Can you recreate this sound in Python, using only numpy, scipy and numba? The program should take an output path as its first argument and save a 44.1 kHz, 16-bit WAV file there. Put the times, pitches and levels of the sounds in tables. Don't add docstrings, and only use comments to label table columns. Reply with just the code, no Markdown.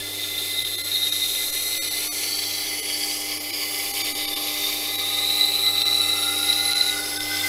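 import sys
import numpy as np
from scipy import signal
from scipy.fft import rfft, irfft
from scipy.io import wavfile
from scipy.ndimage import uniform_filter1d
from numba import njit

SR = 44100
rng = np.random.default_rng(int(sys.argv[2]) if len(sys.argv) > 2 else 0)


def materialize(psi):
    bounded = np.clip(np.atleast_2d(psi).T, -1, 1)
    quanta = np.round(bounded * 32767).astype(np.int16)
    wavfile.write(sys.argv[1], SR, quanta)


def level_to_linear(level):
    exponent = np.asarray(level, float) / 20
    return 10 ** exponent


N = 329868
TIME = np.arange(N) / SR

# (time [s], level [dB])
PRESSURE = [(0, -2), (.5, 0), (.75, -2.5), (1.25, 1), (2.0, 1.5), (2.75, -0.5), (3.1, .5), (3.55, -2),
            (4.0, 1.5), (4.25, -3), (4.65, 2.5), (4.9, -0.5), (5.3, 2), (5.75, 0), (6.25, -0.5),
            (6.75, 0.5), (7.2, -3), (7.48, 2)]
# (time [s], rise [dB])
CATCHES = [(.23, 3.5), (.4, 4.5), (.59, 6), (.76, 5.5), (0.949, 9.5), (1.04, 5.5), (1.13, 3), (1.24, 7),
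           (1.34, 2.5), (1.75, 2.5), (4.07, 5), (4.33, 7.5), (4.66, 8), (5.29, 5), (5.43, 8.5), (5.55, 0.5),
           (5.67, 7), (5.79, 2.5), (5.89, 5.5), (5.95, 7), (6.01, 5), (6.12, 7), (6.24, 4.5), (6.29, 7),
           (6.39, 4), (6.5, 4.5), (6.8, 7), (6.891, 9.5), (7.19, 10), (7.41, 10)]
# (time [s], level [dB], pitch [Hz])
RING_LOW = [
    (0, -41, 3570),
    (.2, -33.5, 3650),
    (.6, -30.5, 3670),
    (.82, -36.5, 3650),
    (1.0, -27.5, 3776),
    (1.3, -30, 3700),
    (1.55, -31.5, 3745),
    (2.04, -37, 3650),
    (2.3, -48.5, 3520),
]
RING_MID = [
    (3.6, -44, 3500),
    (4.1, -38.5, 3540),
    (4.5, -35.5, 3570),
    (4.7, -32, 3680),
    (4.88, -37, 3620),
    (5.2, -27, 3700),
    (5.5, -43, 3740),
]
RING_HIGH = [
    (0, -43, 4090),
    (.67, -33.5, 4080),
    (1.32, -34, 4140),
    (1.54, -32.5, 4130),
    (1.75, -33.5, 4135),
    (1.92, -32, 4040),
    (2.1, -37.5, 4090),
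    (2.61, -35, 4040),
    (2.75, -54, 4040),
]
RING_LATE = [
    (4.95, -31.5, 3900),
    (5.35, -23.5, 3950),
    (6.05, -25, 3993),
    (6.3, -31.5, 3835),
    (6.5, -24, 3994),
    (6.82, -24.5, 4000),
    (6.95, -35.5, 3740),
    (7.1, -40, 3640),
    (7.48, -40, 3625),
]
# (from [s], to [s], middle pitch [Hz], width [Hz], level [dB])
CLAMP_MODES = [(-.5, 2.94, 1395, 38, -52), (3, 5.5, 1080, 38, -50.5), (4.5, 7.9, 1228, 24, -50.5),
               (-11, 9.4, 1735, 78, -52), (0.8, 3, 2420, 54, -49), (5.4, 6.94, 2655, 55, -44.5),
               (1.8, 5.06, 2985, 120, -40.5), (2, 3.68, 3260, 250, -37), (3.5, 5.1, 3150, 270, -39.5),
               (-.5, 2.1, 3240, 180, -46.5), (7, 8.8, 3350, 300, -36.5), (-0.4, 1.2, 3560, 73, -42.5),
               (6.5, 9, 4100, 450, -40.5)]
SPINE_MODES = [(4.8, 7.07, 3725, 123, -31), (2.8, 5.45, 4600, 130, -36.5), (4.8, 7.4, 4485, 160, -39),
               (2.35, 4.8, 4950, 240, -37), (2.0, 5.5, 5325, 150, -43), (5.5, 7.2, 5550, 92, -42),
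               (6.93, 7.6, 5300, 130, -36.5), (0.93, 3.4, 5930, 170, -39), (6.4, 7.8, 6125, 100, -46),
               (3.1, 5.0, 6750, 150, -46), (3.7, 4.9, 4050, 560, -44.5), (6.25, 8, 4980, 350, -37)]
FREE_END_MODES = [
    (3.5, 6.3, 1205, 60, -49.5),
    (1.6, 6.15, 2250, 186, -40),
    (-.5, 2.6, 2775, 100, -54.5),
    (1.68, 3.21, 4505, 110, -32.5),
    (4, 5.3, 3850, 340, -34),
]
BEVEL_MODES = [(0.2, 2.9, 7850, 300, -42), (5, 6.22, 8025, 280, -39), (6, 4.77, 9300, 280, -47),
               (0.9, 3.44, 10350, 550, -38), (0, 1.6, 12550, 420, -42), (2.5, 3.0, 11000, 270, -43),
               (3, 4.5, 14250, 800, -46), (5, 8, 14600, 900, -45), (-1, 1.7, 6550, 300, -50)]
BURR_MODES = [(6.32, 7.6, 7980, 380, -43), (0.63, 2.1, 11500, 990, -37.5), (2.55, 5, 11125, 520, -39.5),
              (1.1, 2.2, 13650, 450, -46), (4, 5.9, 12850, 750, -38), (4.76, 6.3, 10175, 510, -40),
              (5.84, 7.58, 10780, 850, -33.5), (3.4, 5.1, 9000, 700, -45), (4.7, 5.9, 13250, 450, -48)]
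# (frequency [Hz], level per Hz [dB])
HISS = [(4000, -2), (5500, -2.5), (7100, -6.5), (9000, -4.5), (10900, 0), (13000, -3), (15500, -10),
        (16400, -34)]
RASP = [(1500, -27), (1900, -4), (2300, 9.5), (3400, 7), (4500, 6.5), (6000, -9.5), (7000, 0)]
SCRAPE = [(600, -23), (800, 6.5), (950, -1.5), (1200, 6), (1500, -5), (1800, -1), (2200, -23)]
# (time [s], peak level [dB])
KNOCKS = [(0.1521, -29), (0.388, -19), (0.6494, -12), (0.6737, -15), (1.07, -13), (1.234, -22),
          (1.7524, -15), (1.917, -25), (2.039, -26), (2.438, -22), (2.6683, -25), (2.8679, -34),
          (3.1193, -24), (4.008, -19.5), (4.068, -21), (4.2333, -37), (4.3156, -38), (4.4837, -19),
          (5.522, -17), (5.665, -11.5), (5.8185, -8.5), (5.8835, -29), (6.529, -8), (6.7181, -14),
          (6.734, -6.5), (6.814, -14), (6.894, -17), (7.206, -16), (7.4116, -17.5)]
# (time [s], level [dB])
GRIP = [(0, -41.5), (.6, -37.5), (1.0, -40), (1.8, -39), (2.4, -45), (2.75, -37), (3.1, -43.5),
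        (3.9, -38.5), (4.5, -42), (5.4, -38), (6.4, -37), (6.8, -32.5), (7.05, -37.5), (7.25, -36),
        (7.48, -27.5)]
# (time [s], load [0-1])
LOAD = [
    (0, 0.3),
    (.5, 0.06),
    (1.3, 0.13),
    (2.0, 0.49),
    (2.8, 0.69),
    (4.0, 0.88),
    (5.6, 0.96),
    (7.48, 0.96),
]
# (multiple, level against the third [dB])
HUM = [(2, -20.5), (4, -4), (5, -9.5), (6, -8), (7, -12), (9, -20), (10, -16)]
# (frequency [Hz], level per Hz [dB])
CASE = [(12, 16.5), (25, -5), (60, -7.5), (150, -12.5), (280, -5.5), (380, 5.5), (480, 1.5), (900, -3.5)]
# (middle [s], length [s])
LOST = [(.64, .012), (.769, .013), (.831, .014), (1.11, .012), (1.515, .013), (1.802, .034), (1.899, .013),
        (2.101, .035), (2.816, .014), (3.393, .012), (3.52, .014), (3.927, .013), (4.033, .014),
        (4.139, .015), (4.268, .012), (4.352, .013), (4.972, .013), (5.842, .016), (6.742, .012),
        (7.189, .012)]

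HISS_DB, RASP_DB, SCRAPE_DB = -32, -39.5, -53
RASP_DB_PER_S, SCRAPE_DB_PER_S = .5, 1.02
RASP_FOLLOW, SCRAPE_FOLLOW, BAR_FOLLOW = 1.1, 0.66, 0.29
WHEEL_HZ, CATCH_S = 4.5, 0.023
CLAMP_CLIMB, SPINE_CLIMB, FREE_CLIMB, BEVEL_CLIMB, BURR_CLIMB = 0.00049, 0.0047, 0.022, 0.0056, 0.032
WHINE_FROM_S, WHINE_HZ, WHINE_CLIMB_HZ, WHINE_BEND = 5.3, 1314, 76.3, 1.5
WHINE_DB, WHINE_RISE_DB, WHINE_RISE_S, WHINE_FLICKER_DB = -37.5, 22, 0.49, 2
WHINE_SPLIT_HZ = 33
KNOCK_WIDTH_HZ, SPINE_DB = 114, -12
GUIDE_BAR_HZ, GUIDE_BAR_WIDTH_HZ = 2049, 10
HUM_HZ = 99.94
THIRD_DB, THIRD_LOAD_DB, EIGHTH_DB, EIGHTH_LOAD_DB, CASE_DB = -52.5, 8.5, -69.5, 27, -46
HUM_DIP_S, HUM_DIP_DB, HUM_DB_PER_S = 3.06, -56, 2
BRIDGE_DB = -2
TOP_HZ = 15750


def blade():
    press_db, = curves(PRESSURE)
    coarse = grit(spread_db=2.5, bite_db=1.46)
    rasp = grit(spread_db=3.0, bite_db=1.23)
    fine = grit(spread_db=1.2, bite_db=.3)
    sheen = grit(spread_db=1.2, bite_db=.7)
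    burr = grit(spread_db=1.5, bite_db=1.0)

    scrape_db = SCRAPE_DB + SCRAPE_DB_PER_S * TIME + SCRAPE_FOLLOW * press_db
    rasp_db = RASP_DB + RASP_DB_PER_S * TIME + RASP_FOLLOW * press_db
    out = level_to_linear(HISS_DB + press_db) * patchy(colour(fine, HISS), patchy_db=2.0)
    out += level_to_linear(scrape_db) * colour(fine, SCRAPE)
    out += level_to_linear(rasp_db) * colour(rasp, RASP)

    out += ring(coarse, RING_LOW, 152.0) + ring(coarse, RING_HIGH, 170.0)
    out += ring(rasp, RING_LATE, 200.0) + ring(rasp, RING_MID, 150.0)
    out += swells(coarse, CLAMP_MODES, CLAMP_CLIMB)
    out += swells(coarse, SPINE_MODES, SPINE_CLIMB)
    out += swells(coarse, FREE_END_MODES, FREE_CLIMB)
    out += swells(sheen, BEVEL_MODES, BEVEL_CLIMB)
    out += swells(burr, BURR_MODES, BURR_CLIMB)
    return out + whine(sheen) + knocks() + guide_bar(fine, press_db)


def grit(spread_db, bite_db):
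    grains = rng.standard_normal(N) * level_to_linear(spread_db * rng.exponential(size=N))
    wheel = np.sin(2 * np.pi * WHEEL_HZ * TIME + 1.05)
    flicker = walk(110) + .7 * walk(35) + .3 * walk(11)
    return unit(grains * level_to_linear(bite_db * (flicker + .5 * wheel)))


def patchy(hiss, patchy_db):
    out = hiss.copy()
    for hz in np.geomspace(5000., 15000., 8):
        band = mode(hiss, np.full(N, hz), hz / 7)
        out += (level_to_linear(patchy_db * walk(4)) - 1) * band
    return out


def ring(drive, table, width):
    db, hz = curves(table)
    for s, rise_db in CATCHES:
        db = db + rise_db * np.exp(-((TIME - s) / CATCH_S) ** 2)
    fade_s = .1
    inside = np.minimum(TIME - table[0][0] + fade_s, table[-1][0] + fade_s - TIME)
    edge = np.clip(inside / fade_s, 0, 1)
    hz = uniform_filter1d(hz, size=4500) * (1 + 0.0072 * walk(9))
    return level_to_linear(db) * edge * steady(steep(drive, hz, width), size=2600)


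def swells(drive, table, climb):
    out = np.zeros(N)
    for t0, t1, hz, width, db in table:
        part = slice(max(int(t0 * SR), 0), min(int(t1 * SR), N))
        way = (TIME[part] - t0) / (t1 - t0)
        glide = hz * (1 + climb * (TIME[part] - (t0 + t1) / 2))
        tone = unit(steep(drive[part], glide, 1.15 * width))
        out[part] += level_to_linear(db + 1.2 * walk(7)[part]) * abs(np.sin(np.pi * way)) ** .5 * tone
    return out


def whine(drive):
    since = np.maximum(TIME - WHINE_FROM_S, 0)
    db = WHINE_DB - WHINE_RISE_DB * np.exp(-since / WHINE_RISE_S) + WHINE_FLICKER_DB * walk(12)
    hz = WHINE_HZ + WHINE_CLIMB_HZ * since ** WHINE_BEND
    strand = steep(drive, hz, 29.0)
    twin = steep(drive, hz - WHINE_SPLIT_HZ * since, 32.0)
    return level_to_linear(db) * np.clip(since / 0.17, 0, 1) * steady(strand + 0.66 * twin, size=7000)


def knocks():
    s, db = np.transpose(KNOCKS)
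    hits = np.zeros(N)
    hits[(s * SR).astype(int)] = level_to_linear(db)
    after = TIME[:1500]
    spine = np.zeros(len(after))
    for hz, db in [(3320, -1.0), (3650, -3.5), (4120, -15), (2920, -29.0)]:
        spine += level_to_linear(db) * np.exp(-after / 0.0035) * np.sin(2 * np.pi * hz * after)
    hz = np.where(TIME < 3, curves(RING_LOW)[1], curves(RING_LATE)[1])
    blade_mode = mode(hits, hz, 1. * KNOCK_WIDTH_HZ) * SR / (2 * np.pi * KNOCK_WIDTH_HZ)
    return level_to_linear(SPINE_DB) * signal.fftconvolve(hits, spine)[:N] + blade_mode


def guide_bar(drive, press_db):
    bar = mode(drive, np.full(N, 1. * GUIDE_BAR_HZ), 1. * GUIDE_BAR_WIDTH_HZ)
    return level_to_linear(curves(GRIP)[0] + BAR_FOLLOW * press_db) * steady(bar, size=14000)


def motor():
    load, = curves(LOAD)
    hum_db = HUM_DIP_DB + HUM_DB_PER_S * abs(TIME - HUM_DIP_S)
    third_db = THIRD_DB + THIRD_LOAD_DB * load
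    eighth_db = EIGHTH_DB + EIGHTH_LOAD_DB * load
    levels = [(1, hum_db), (3, third_db), (8, eighth_db)]
    levels += [(k, third_db + db) for k, db in HUM]
    out = level_to_linear(CASE_DB) * colour(rng.standard_normal(N), CASE) * level_to_linear(0.88 * walk(2.5))
    for k, db in levels:
        phase = 2 * np.pi * (round(k) * HUM_HZ * TIME + rng.random())
        out += np.sqrt(2) * level_to_linear(db + 1.5 * walk(4) + .8 * walk(11)) * np.sin(phase)
    return out


@njit
def mode(x, hz, width):
    y, band, low = np.empty(len(x)), 0., 0.
    for i in range(len(x)):
        g, damping = np.tan(np.pi * hz[i] / SR), width / hz[i]
        v = (band + g * (x[i] - low)) / (1 + g * (g + damping))
        band, low, y[i] = 2 * v - band, low + 2 * g * v, damping * v
    return y


def steep(drive, hz, width):
    narrow = mode(drive, hz, 1. * width)
    return mode(mode(narrow, hz, 2. * width), hz, 2. 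* width)


def steady(tone, size):
    return unit(tone / np.sqrt(uniform_filter1d(tone ** 2, size) + 1e-12))


def colour(x, points):
    hz, db = np.transpose(points)
    f = np.maximum(np.fft.rfftfreq(N, 1 / SR), 1)
    gain_db = np.interp(np.log(f), np.log(hz), db, left=-60, right=-60)
    return unit(irfft(rfft(x) * level_to_linear(gain_db), N))


def walk(rate):
    k = int(SR / rate)
    steps = rng.standard_normal(1000)[np.arange(N) // k % 1000]
    return unit(uniform_filter1d(uniform_filter1d(steps, k), k))


def curves(table):
    s, *columns = np.transpose(table)
    return [np.interp(TIME, s, c) for c in columns]


def unit(x):
    return x / np.sqrt(np.mean(x ** 2))


def scene():
    return np.tile(blade() + motor(), (2, 1))


def bridge(x, count, size, fade):
    out, window = x.copy(), np.hanning(size)
    edges = (3 * size * (np.arange(count + 1) / count) ** 1.8).astype(int)
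    for middle, length in np.add(LOST, (0, .0115)):
        start, span = int((middle - length / 2) * SR), int(length * SR)
        before = x[start - size:start]
        held = rfft(before * window, 8 * size)
        tops = np.array([lo + np.argmax(abs(held[lo:hi])) for lo, hi in zip(edges, edges[1:])])
        steps = np.arange(size, size + span)
        turns = 2 * np.pi * np.outer(steps, tops) / (8 * size)
        tones = (np.exp(1j * turns) @ held[tops]).real
        tones = unit(tones) * np.std(before) * level_to_linear(BRIDGE_DB)
        ramp = np.clip(np.minimum(steps - size, size + span - steps) / fade, 0, 1)
        out[start:start + span] += ramp ** 0.66 * (tones - x[start:start + span])
    return out


def low_pass(x):
    return signal.sosfilt(signal.butter(12, 15750, fs=SR, output="sos"), x)


def record(dry):
    top = signal.ellip(10, .2, 80, TOP_HZ, fs=SR, output="sos")
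    sent = signal.sosfilt(top, bridge(dry[0], count=15, size=640, fade=600))
    return low_pass(np.tile(sent, (2, 1)))


dry = scene()
out = record(dry)
materialize(out)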